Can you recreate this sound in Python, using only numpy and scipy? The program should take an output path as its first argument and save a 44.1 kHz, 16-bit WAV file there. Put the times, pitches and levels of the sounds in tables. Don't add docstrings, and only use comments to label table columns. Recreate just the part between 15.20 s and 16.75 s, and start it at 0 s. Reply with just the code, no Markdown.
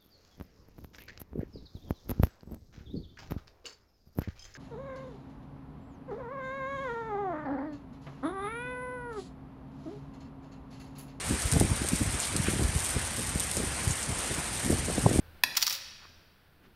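import sys
import numpy as np
from scipy import signal
from scipy.fft import rfft, irfft
from scipy.io import wavfile

SR = 44100
rng = np.random.default_rng(int(sys.argv[2]) if len(sys.argv) > 2 else 0)


def digitize_waveform(pressure):
    field = np.atleast_2d(pressure).T
    bounded = np.clip(field, -1, 1)
    quanta = np.round(bounded * 32767).astype(np.int16)
    wavfile.write(sys.argv[1], SR, quanta)


N = 68355

# (frequency [Hz], level [dB])
NOISE_SPECTRUM = [(25, -36.5), (50, -46), (80, -39.5), (130, -43), (400, -52), (1200, -55.5), (1500, -51),
                  (1900, -57.5), (4500, -63.5), (7000, -79), (8500, -74.5), (15500, -66.5)]
# (time [s], gain [dB])
NOISE_DRIFT = [(0, 3.5), (0.201, 2.5), (.45, -0.5), (.95, -1), (1.2, -3.5), (1.55, -3)]
# (time [s], level [dB])
HUM_ENVELOPE = [(0, -56), (.18, -58), (.25, -83), (.75, -71.5), (0.921, -63.5), (1.1, -68), (1.25, -75.5)]
# (frequency [Hz], relative level [dB], T60 before lift-off [s])
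KNOCK_MODES = [(556, -27, .02), (987, 2, .011), (1815, 1.5, 0.013), (2571, 0.5, 0.015), (3415, -5.5, .013),
               (4016, -3, 0.008), (4967, -10.5, 0.012), (5930, -12.5, 0.007), (9430, -15, 0.0045),
               (11690, -17.5, 0.0054), (12800, -13.5, 0.0091), (15200, -15, .005)]
# (frequency [Hz], relative level [dB])
CRACK_SPECTRUM = [(60, -35.5), (200, -18), (450, -17.5), (1150, -7), (2500, -3.5), (5500, 1.5),
                  (7200, -13.5), (8500, -10.5), (10000, -6.5), (15500, -7.5)]
# (frequency [Hz], relative level [dB], T60 [s])
PART_MODES = [(549.4, -58, 0.15), (1945, -39, 0.022), (2590, -37, 0.024), (3884, -28.5, 0.022),
              (4444, -29.5, 0.03), (4730, -21.5, .018), (5373, -19.5, 0.015), (5726, -19.5, 0.015),
              (6854, -27.5, .012), (7905, -37, .015), (10210, -40, .012), (13300, -39.5, .04),
              (14250, -41.5, .05)]
# (frequency [Hz], T60 [s])
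REVERB_T60 = [(200, 0.9), (1000, 1.16), (2500, 1.39), (5000, 1.1261), (7000, 0.87), (10000, 0.69),
              (15000, 0.34)]
# (frequency [Hz], relative level [dB])
REVERB_SPECTRUM = [(150, 12), (500, -2), (1000, -6.5), (1700, -4), (3000, -4), (5000, -6), (6500, -10),
                   (9000, -8), (15000, -8.5)]
# (time [s], relative click level [dB], tilt [dB/octave], clink gain [dB])
CONTACTS = [(.3520, -12.5, -5, -23.5), (0.3661, -7, -2, -9), (0.3688, -3, 2, -14.5), (0.3704, 0, -0.5, 0),
            (0.3729, -3, -1, -4.5), (0.3743, -10, 2.5, -6.5), (0.3764, -9, -2.5, -8), (.3783, -6.5, -1, -5),
            (.3960, -16, 0.5, -17.5), (0.4098, -13.5, 2, -22), (.4170, -9, -0.5, -14),
            (0.4176, -12, 0, -8.5), (0.424, -6, -1, -3.5), (.4256, -2.5, 0.5, 0.5), (.4283, -5.5, -0.5, 0),
            (.4326, -8, -1.5, -7), (.4450, -22, 6, -21.5), (0.4665, -4.5, 1, -0.5), (0.4722, -10, -3, -6),
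            (.4777, -7, -2, 0), (.4970, -10, 3, -11.5), (0.5046, -12, 0.5, -6.5), (0.5077, -12, -3, -6.5),
            (0.5091, -14, 1, -15), (0.5153, -14, -1.5, -21), (0.5255, -13, 2, -10.5), (0.5287, -12, 1, -16),
            (0.5326, -15, 2, -29), (0.5373, -15.5, 0, -16), (0.542, -21, 0, -26),
            (.5510, -17.5, -3.5, -8.5), (0.5598, -26, 2, -20)]
# (frequency [Hz], relative level [dB])
CLICK_SPECTRUM = [(100, -60), (400, -50), (560, -14.5), (680, -26.5), (820, -9.5), (1400, -7.5), (1900, -7),
                  (3000, -3), (4000, -0.5), (5800, -2), (6400, -6), (7000, -7), (8500, -13.5), (9700, -8),
                  (11000, -14), (13000, -7.5), (15500, -5)]
# (time [s], gain [dB])
RATTLE_ENVELOPE = [(.36, -45), (.385, -21), (.41, -23), (.44, -16), (.48, -18), (.53, -14), (.56, -16),
                   (.6, -38)]
# (peak time [s], time spread [s], level [dB], centre [Hz], band spread [octaves])
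HAND_RUBS = [(0.836, 0.024, -56.5, 1270, 0.61), (.854, 0.0025, -50, 839, 0.75),
             (1.454, 0.015, -62, 1500, 0.95), (1.458, 0.039, -61.5, 273, 0.56)]

TIME = np.arange(N) / SR
LANDING_S, RING_RISE_S = .2364, .0004


def amp(db):
    return 10 ** (np.asarray(db) / 20)


def at_frequency(points, hz):
    f, value = np.transpose(points)
    return np.interp(np.log(hz + 1), np.log(f + 1), value)


def add(mix, start_s, sound):
    part = mix[round(start_s * SR):][:len(sound)]
    part += sound[:len(part)]


def noise(gain):
    return irfft(rfft(rng.standard_normal(N)) * gain(np.fft.rfftfreq(N, 1 / SR)), N)


def tick(spectrum, tilt_db=0, size=2048):
    hz = abs(np.fft.fftfreq(size, 1 / SR))
    octaves = np.log2(np.maximum(hz, 800) / 4000)
    log_gain = np.log(amp(at_frequency(spectrum, hz) + tilt_db * octaves))
    minimum_phase = np.exp(np.conj(signal.hilbert(log_gain)))
    return np.fft.ifft(minimum_phase).real[:size // 2]


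def burst(t60, size=4096):
    x = rng.choice([-1., 1.], size) * amp(-60 * np.arange(size) / SR / t60)
    return x / np.linalg.norm(x)


def ring(modes, rise_s, spread_db):
    t = np.arange(SR // 4) / SR
    hz, db, t60 = np.transpose(modes)[:, :, None]
    strength = amp(db + spread_db * rng.standard_normal(hz.shape))
    envelope = (1 - np.exp(-t / rise_s)) * np.exp(-np.log(1000) * t / t60)
    return (strength * envelope * np.sin(2 * np.pi * (hz * t + rng.random(hz.shape)))).sum(0)


def room_noise():
    drift = amp(np.interp(TIME, *np.transpose(NOISE_DRIFT)))
    return noise(lambda hz: amp(at_frequency(NOISE_SPECTRUM, hz))) * drift


def hum(centre_hz=81.7, width_hz=4):
    band = noise(lambda hz: np.exp(-.5 * ((hz - centre_hz) / width_hz) ** 2))
    phase = np.angle(signal.hilbert(band))
    return np.sqrt(2) * np.cos(phase) * amp(np.interp(TIME, *np.transpose(HUM_ENVELOPE)))


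def knock(gain_db=-5.5, rise_cycles=3.56, lift_off_s=.0048):
    out = np.zeros(N)
    mode_hz = np.array(KNOCK_MODES)[:, :1]
    vibration = ring(KNOCK_MODES, rise_cycles / mode_hz, spread_db=0)
    t = np.arange(len(vibration)) / SR
    add(out, LANDING_S, amp(gain_db) * vibration / (1 + (t / lift_off_s) ** 10))
    return out


def crack(crack_db=7, clink_db=1.5):
    out = np.zeros(N)
    add(out, LANDING_S, amp(crack_db) * signal.fftconvolve(tick(CRACK_SPECTRUM), burst(t60=.011)))
    add(out, LANDING_S, amp(clink_db) * ring(PART_MODES, RING_RISE_S, spread_db=1))
    return out


def reverberation(sound, first_echo_s=.004, early_db=-9):
    hz, t, diffuse = signal.stft(rng.standard_normal(N), SR, nperseg=256)
    decay_rate = np.log(1000) / at_frequency(REVERB_T60, hz)[:, None]
    colour = amp(at_frequency(REVERB_SPECTRUM, hz))[:, None]
    decay = np.sqrt(2 * decay_rate / SR) * np.exp(-decay_rate * t)
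    response = np.zeros(N)
    add(response, first_echo_s, signal.istft(diffuse * colour * decay, SR, nperseg=256)[1])
    add(response, first_echo_s, amp(early_db) * burst(t60=.03))
    return signal.fftconvolve(sound, response)[:N]


def bounces(click_gain_db=6.5, click_rise_s=.00072):
    out = np.zeros(N)
    for start_s, click_db, tilt_db, clink_db in CONTACTS:
        grit = burst(t60=.017)
        grit *= 1 - np.exp(-np.arange(len(grit)) / SR / click_rise_s)
        click = signal.fftconvolve(tick(CLICK_SPECTRUM, tilt_db), grit / np.linalg.norm(grit))
        add(out, start_s, amp(click_gain_db + click_db) * click)
        add(out, start_s, amp(clink_db) * ring(PART_MODES, RING_RISE_S, spread_db=1.5))
    return out


def rattle(touches_per_s=400):
    strength = amp(np.interp(TIME, *np.transpose(RATTLE_ENVELOPE), left=-np.inf, right=-np.inf))
    touches = (rng.random(N) < touches_per_s / SR) * rng.choice([-1, 1], N) * strength
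    return signal.fftconvolve(touches, tick(CLICK_SPECTRUM))[:N]


def hand():
    out = np.zeros(N)
    for peak_s, spread_s, db, centre_hz, octaves in HAND_RUBS:
        rub = noise(lambda hz: np.exp(-.5 * (np.log2((hz + 1) / centre_hz) / octaves) ** 2))
        swell = np.exp(-.5 * ((TIME - peak_s) / spread_s) ** 2)
        out += amp(db) * rub / rub.std() * swell
    return out


def scene(landing_cutoff_hz=6000):
    body, snap, clatter = knock(), crack(), bounces() + rattle()
    landing_to_room = amp(-5.5) * body + amp(3) * snap
    pole = np.exp(-2 * np.pi * landing_cutoff_hz / SR)
    dull_landing = signal.lfilter([1 - pole], [1, -pole], landing_to_room)
    reverberant = reverberation(dull_landing + amp(-3) * clatter)
    return (body + snap + clatter + reverberant + hand() + hum() + room_noise())[None]


def record(dry, cutoff_hz=15780):
    low_pass = signal.firwin(511, cutoff_hz, window=("kaiser", 9), fs=SR)
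    return signal.oaconvolve(dry, low_pass[None], "same")


dry = scene()
out = record(dry)
digitize_waveform(out)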